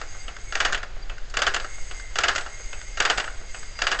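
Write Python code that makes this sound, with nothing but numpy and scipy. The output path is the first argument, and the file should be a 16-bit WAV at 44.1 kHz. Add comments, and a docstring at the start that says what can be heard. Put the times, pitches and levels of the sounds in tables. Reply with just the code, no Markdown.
"""A workshop, close to a small single-punch press that stamps powder into balls.
Each turn of the cam knocks the feed shoe across the die: a tick, three hard clacks, a loose rattle,
then light taps and the clink of the punch dropping back. Every hit is a short crunch with a metal ring.
Between the clacks sliding steel sings thinly and squeals, over the motor's hum and a low rumble."""
import sys
import numpy as np
from scipy import signal
from scipy.fft import rfft, irfft
from scipy.io import wavfile
from scipy.ndimage import uniform_filter1d

SR = 44100
rng = np.random.default_rng(int(sys.argv[2]) if len(sys.argv) > 2 else 0)


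def dump_mix(stems):
    """Bounce the given channels to the path in sys.argv[1] as a 16-bit WAV at rate SR."""
    frames = np.atleast_2d(stems).T  # one column per channel
    limited = np.clip(frames, -1, 1)  # hard clip at full scale
    pcm = np.round(limited * 32767).astype(np.int16)
    wavfile.write(sys.argv[1], SR, pcm)


N = 176400

# one stroke for each turn of the cam: start_s, level_db
CAM_STROKES = [(-0.264, -1.5), (0.5518, -4), (1.3684, -2.5), (2.1848, -2), (3.0009, -1.5), (3.8174, -4)]
# the knocks in every stroke: offset_s, level_db, rise_s, decay_s, bass_db, snap_db, treble_db, ring_db
STROKE_KNOCKS = [(-.0298, -25.5, 0.0024, 0.0029, -7, -4.5, 3.5, 3),
                 (-.0015, -14.5, 0.0047, 0.0032, -1, 6, 5.5, -3.5),
                 (0.0192, -20.5, 0.0023, 0.0093, -5.5, -4, -4, -3.5),
                 (0.0484, -14.5, 0.0033, 0.0069, -5.5, 5, 4.5, 2.5),
                 (.095, -15.5, 0.0048, 0.006, -0.5, 6.5, 6, 0.5),
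                 (.107, -14.5, 0.0018, 0.0035, -18, -10.5, -5, -1),
                 (0.409, -44, 0.0053, 0.0061, 14, -4, -10, -1.5),
                 (.627, -32, 0.0036, 0.0041, -4.5, -5, 0, -12.5)]
# bounces of the loose linkage: start_s, level_db, snap_db, treble_db
LINKAGE_BOUNCES = [(0.013, -26.5, -11, -7), (0.723, -23, -7, 5), (0.728, -19, -1, -1.5),
                   (0.745, -21.5, 9.5, 1.5), (0.774, -31, 5, 0), (0.829, -27, -5, -4),
                   (1.298, -49.5, 2, 20), (1.389, -22.5, -8, -2), (1.537, -25, 1, 3), (1.543, -21, 6, 6),
                   (1.562, -20, 2.5, 0.5), (1.598, -27, 1.5, 0), (1.644, -27.5, -21, -4),
                   (2.35, -26, -9, 3), (2.358, -20.5, 2, 4.5), (2.379, -21.5, 2.5, 2.5),
                   (2.408, -32, 5.5, 4), (2.461, -27, -21, -7), (3.022, -26, -2, 4), (3.174, -24, 1, 4.5),
                   (3.179, -16, -4.5, -3), (3.198, -19, 4, -2), (3.24, -28, 2.5, -2),
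                   (3.277, -26.5, -20, -21), (3.988, -25, 2.5, 3), (3.996, -25.5, 4, 11)]
# the punch dropping back once a turn: start_s, level_db
PUNCH_DROPS = [(0.280, -32.5), (1.096, -33.5), (1.911, -34.5), (2.729, -33), (3.544, -33.5)]
# tone of the steel-on-steel crunch: frequency_hz, level_db
CONTACT_SPECTRUM = [(100, -17.5), (260, -15.5), (420, -11), (760, -8), (930, -10), (1400, 7.5), (1800, 3),
                    (2380, -6), (2880, 0), (4100, -9.5), (4700, -4), (5800, -14), (6650, -7.5), (7500, -12),
                    (8600, -26)]
# tone of the cast frame ringing on: frequency_hz, level_db
FRAME_SPECTRUM = [(100, -11.5), (250, -12.5), (420, -1.5), (720, 3.5), (950, -3), (1450, 5), (2300, -5),
                  (3000, -13.5), (4000, -11.5), (6000, -16), (8500, -29.5)]
# modes of the frame and shoe: pitch_hz, level_db, t60_s
FRAME_MODES = [(391, -17, .36), (474, -18, .25), (810, -16, .2), (1345, 0, .06), (1442, -4.5, .24),
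               (1659, 0, .1), (1874, -6.5, .17), (2700, -2, .06), (2810, -2, .09), (2934, -1.5, .08),
               (3440, -5, .08), (4773, -10, .15), (6720, -6, .05)]
# modes of the punch: pitch_hz, level_db, t60_s
CLINK_MODES = [(2635, 8, 0.088), (2944, 7.5, 0.057)]

# resonances of sliding steel, in four layers from low to high: pitch_hz, width_hz, level_db
LOW_SING_BANDS = [(2112, 43, 3.5), (2201, 40, -2.5), (1935, 60, -2)]
HIGH_SING_BANDS = [(4813, 300, 2), (6560, 990, 2)]
WHISTLE_BANDS = [(6430, 80, 0.0011), (6575, 230, 0.022)]
FIZZ_BANDS = [(7856, 340, 9.5), (8080, 69, 1.5), (7700, 1000, 5)]
# fader moves for those four layers: time_s, level_db
LOW_SING_FADER = [(0, -59), (.17, -50), (.85, -65), (1.3, -70), (1.72, -46), (2.14, -53.5), (2.8, -49),
                  (3.45, -55), (4, -48.5)]
HIGH_SING_FADER = [(0, -52), (.17, -53), (.72, -59), (.87, -62.5), (1.28, -60.5), (1.75, -51.5),
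                   (2.13, -53.5), (2.66, -53), (3.25, -53), (3.44, -55.5), (3.58, -50), (4, -56)]
WHISTLE_FADER = [(0, -65), (.15, -48), (.38, -56.5), (.6, -44.5), (.9, -65.5), (1.4, -64), (1.8, -47),
                 (2.13, -52), (2.45, -52), (2.53, -46.5), (2.67, -45), (2.89, -50.5), (3.46, -54),
                 (3.59, -48), (3.72, -56)]
FIZZ_FADER = [(0, -66), (.24, -55.5), (.38, -66.5), (.52, -53), (.88, -84), (1.3, -77), (1.55, -56.5),
              (2, -53), (2.13, -61), (2.38, -53.5), (2.6, -57), (2.85, -51.5), (2.95, -61.5), (3.25, -50),
              (3.44, -64.5), (3.57, -50.5), (3.75, -62), (4, -53)]
# rubbing hiss that rides with the high singing: frequency_hz, level_db
HISS_SPECTRUM = [(1500, -19.5), (2500, 5), (4000, -1.5), (5600, -1), (7200, 3.5), (8600, -11.5)]
# notes where the steel binds: start_s, length_s, start_hz, end_hz, level_db
SQUEAL_NOTES = [(0.2, 0.029, 4740, 4730, -49), (0.461, 0.064, 2225, 2150, -48.5),
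                (1.022, 0.017, 4750, 4670, -47), (1.66, 0.29, 2150, 2095, -51.5),
                (1.923, 0.21, 2105, 2053, -48), (3.727, 0.21, 4825, 4840, -45.5)]
# mains hum of the motor: pitch_hz, level_db
HUM_PARTIALS = [(99.5, -58), (199, -70)]
# running noise of motor and shop: frequency_hz, level_db
RUMBLE_SPECTRUM = [(10, 8.5), (28, 2.5), (40, -2.5), (55, -11), (90, -18), (140, -28), (200, -34),
                   (270, -33.5), (420, -29), (750, -31), (1000, -35.5), (1600, -29), (2600, -35.5),
                   (4500, -39), (8500, -55.5)]

SNAP_HZ, SNAP_WIDTH_HZ = 2910, 740  # the band in which a hard contact snaps
RING_DB, RING_DECAY_S, MODES_DB = -5.5, 0.02, -11
ROOM_DB, ROOM_T60_S = -19, 0.68
LIKENESS, KNOCK_SPREAD_DB = 0.62, -1.5  # likeness: share of a knock's noise repeated at every stroke
CHATTER_WINDOW_S, CHATTER_DB, CHATTER_SPREAD_DB = 0.16, -31.5, -5
RUMBLE_DB, RUMBLE_FLUTTER_DB, SING_FLUTTER_DB = -31, 0.7, 1.17
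CEILING, TOP_HZ = 0.85, 8400


def cam_knocks():
    """The cam knocks the shoe across the die: the same row of hits each turn, never quite alike."""
    out = np.zeros(N)
    for offset_s, level_db, *shape in STROKE_KNOCKS:
        repeated = hit_noise()
        for start_s, stroke_db in CAM_STROKES:
            noise = np.sqrt(LIKENESS) * repeated + np.sqrt(1 - LIKENESS) * hit_noise()
            gain = undb(level_db + stroke_db + KNOCK_SPREAD_DB * rng.standard_normal())
            add(out, gain * steel_hit(noise, *shape), start_s + offset_s)
    return out


def hit_noise():
    """Raw noise for one hit: a row for the crunch and a row for the ring."""
    return rng.standard_normal((2, 24000))


def steel_hit(noise, rise_s, decay_s, bass_db, snap_db, treble_db, ring_db, modes=FRAME_MODES):
    """Steel meets steel: a short crunch, the frame's dense ring, clear modes and the room's tail."""
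    t = np.arange(noise.shape[1]) / SR
    attack = np.minimum(t / rise_s, 1) ** 2
    since_peak = np.maximum(t - rise_s, 0)
    crunch = colour(noise[0], CONTACT_SPECTRUM, bass_db, snap_db, treble_db)
    crunch *= np.exp(-since_peak / decay_s)
    frame_tail = undb(RING_DB) * np.exp(-since_peak / RING_DECAY_S)
    room_tail = undb(ROOM_DB - 60 * since_peak / ROOM_T60_S)
    ring = colour(noise[1], FRAME_SPECTRUM, bass_db, snap_db, treble_db / 2) * (frame_tail + room_tail)
    tones = 0
    for pitch_hz, level_db, t60_s in modes:
        detune, strength = rng.standard_normal(2)
        tone = np.sin(2 * np.pi * (pitch_hz * (1 + 0.0018 * detune) * t + rng.random()))
        struck_db = level_db + np.pi * np.clip(strength, -1, 1)
        tones += tone * undb(struck_db - 60 * since_peak / t60_s)
    return attack * (crunch + undb(ring_db) * (ring + undb(MODES_DB) * tones))


def linkage_rattle():
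    """The loose linkage bounces unevenly and settles as the shoe swings back."""
    out = np.zeros(N)
    for start_s, level_db, snap_db, treble_db in LINKAGE_BOUNCES:
        bounce = steel_hit(hit_noise(), rise_s=0.0018, decay_s=0.007, bass_db=0,
                           snap_db=snap_db, treble_db=treble_db, ring_db=-5.5)
        add(out, undb(level_db) * bounce, start_s)
    return out


def punch_clinks():
    """The punch drops back between the bursts, with a light knock that rings its own modes."""
    out = np.zeros(N)
    for start_s, level_db in PUNCH_DROPS:
        clink = steel_hit(hit_noise(), rise_s=0.0015, decay_s=0.0045, bass_db=2,
                          snap_db=7, treble_db=0, ring_db=-1, modes=CLINK_MODES)
        add(out, undb(level_db) * clink, start_s)
    return out


def loose_chatter(ticks_per_stroke=8):
    """Loose parts tick at random among the hard clacks while the shoe is shaken."""
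    out = np.zeros(N)
    for start_s, stroke_db in CAM_STROKES[1:]:
        for _ in range(ticks_per_stroke):
            gain = undb(CHATTER_DB + stroke_db + CHATTER_SPREAD_DB * rng.standard_normal())
            tick = steel_hit(hit_noise(), rise_s=0.00045, decay_s=0.0013, bass_db=3,
                             snap_db=-0.5, treble_db=-4.5, ring_db=-3.5)
            add(out, gain * tick, start_s + CHATTER_WINDOW_S * rng.random())
    return out


def sliding_steel():
    """Rubbing parts hiss and sing in narrow bands, swelling and fading as the contact changes."""
    hissy_sing = resonate(HIGH_SING_BANDS) + colour(rng.standard_normal(N), HISS_SPECTRUM)
    low = resonate(LOW_SING_BANDS) * ride_fader(LOW_SING_FADER)
    high = hissy_sing * ride_fader(HIGH_SING_FADER)
    whistle = resonate(WHISTLE_BANDS) * ride_fader(WHISTLE_FADER)
    fizz = resonate(FIZZ_BANDS) * ride_fader(FIZZ_FADER)
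    return low + high + whistle + fizz


def binding_squeals():
    """Where the steel binds it squeals on one thin, wavering note that usually sags in pitch."""
    out = np.zeros(N)
    waver = 1 + 0.005 * walk(200)
    flutter = undb(2.5 * walk(90))
    for start_s, length_s, start_hz, end_hz, level_db in SQUEAL_NOTES:
        n = int(length_s * SR)
        pitch_hz = np.linspace(start_hz, end_hz, n) * waver[:n]
        note = np.sqrt(2) * np.sin(2 * np.pi * np.cumsum(pitch_hz) / SR)
        envelope = signal.windows.tukey(n, 0.5) * flutter[:n]
        add(out, undb(level_db) * envelope * note, start_s)
    return out


def motor():
    """The bed: mains hum inside the fluttering rumble of motor and shop."""
    t = np.arange(N) / SR
    hum = sum(undb(level_db) * np.sqrt(2) * np.sin(2 * np.pi * (pitch_hz * t + rng.random()))
              for pitch_hz, level_db in HUM_PARTIALS)
    rumble = colour(rng.standard_normal(N), RUMBLE_SPECTRUM)
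    return hum + rumble * undb(RUMBLE_DB + RUMBLE_FLUTTER_DB * walk(50))


def colour(noise, spectrum, bass_db=0, snap_db=0, treble_db=0):
    """EQ white noise to a spectrum at the same power, then trim its bass, snap and treble."""
    f = np.arange(len(noise) // 2 + 1) * SR / len(noise) + 1
    hz, db = np.array(spectrum).T
    gain = unit(undb(np.interp(np.log(f), np.log(hz), db)))
    bass = bass_db / (1 + (f / 900) ** 4)
    snap = snap_db * np.exp(-((f - SNAP_HZ) / SNAP_WIDTH_HZ) ** 2)
    treble = treble_db / (1 + (4000 / f) ** 6)
    return irfft(rfft(noise) * gain * undb(bass + snap + treble), len(noise))


def resonate(bands):
    """Noise held in narrow resonances."""
    out = 0
    for pitch_hz, width_hz, level_db in bands:
        b, a = signal.iirpeak(pitch_hz, pitch_hz / width_hz, fs=SR)
        band = signal.lfilter(b, a, signal.lfilter(b, a, rng.standard_normal(N)))
        out += undb(level_db) * unit(band)
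    return unit(out)


def ride_fader(moves):
    """Gain that follows the fader moves, with a quick flutter on top."""
    time_s, level_db = np.array(moves).T
    return undb(np.interp(np.arange(N) / SR, time_s, level_db) + SING_FLUTTER_DB * walk(30))


def walk(rate_hz):
    """Smooth random wander at rms 1."""
    span = int(SR / rate_hz)
    return unit(uniform_filter1d(uniform_filter1d(rng.standard_normal(N), span), span))


def add(out, x, start_s):
    """Mix x in at a time in seconds."""
    i = int(round(start_s * SR))
    a, b = max(i, 0), min(i + len(x), N)
    if b > a:
        out[a:b] += x[a - i:b - i]


def undb(db):
    """Decibels to gain."""
    return 10 ** (np.asarray(db) / 20)


def unit(x):
    """Scale to rms 1."""
    return x / np.sqrt(np.mean(x ** 2))


def scene():
    """The whole press in mono: hits up front, singing steel and motor behind."""
    hits = cam_knocks() + linkage_rattle() + punch_clinks()
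    running = sliding_steel() + binding_squeals() + motor()
    return (hits + running + loose_chatter())[None]


def record(dry):
    """Soft-clip the highest peaks, then roll off the top steeply."""
    rounded = CEILING * np.tanh(dry / CEILING)
    lowpass = signal.cheby1(12, 0.3, TOP_HZ, fs=SR, output="sos")
    return signal.sosfilt(lowpass, rounded)


dry = scene()
out = record(dry)
dump_mix(out)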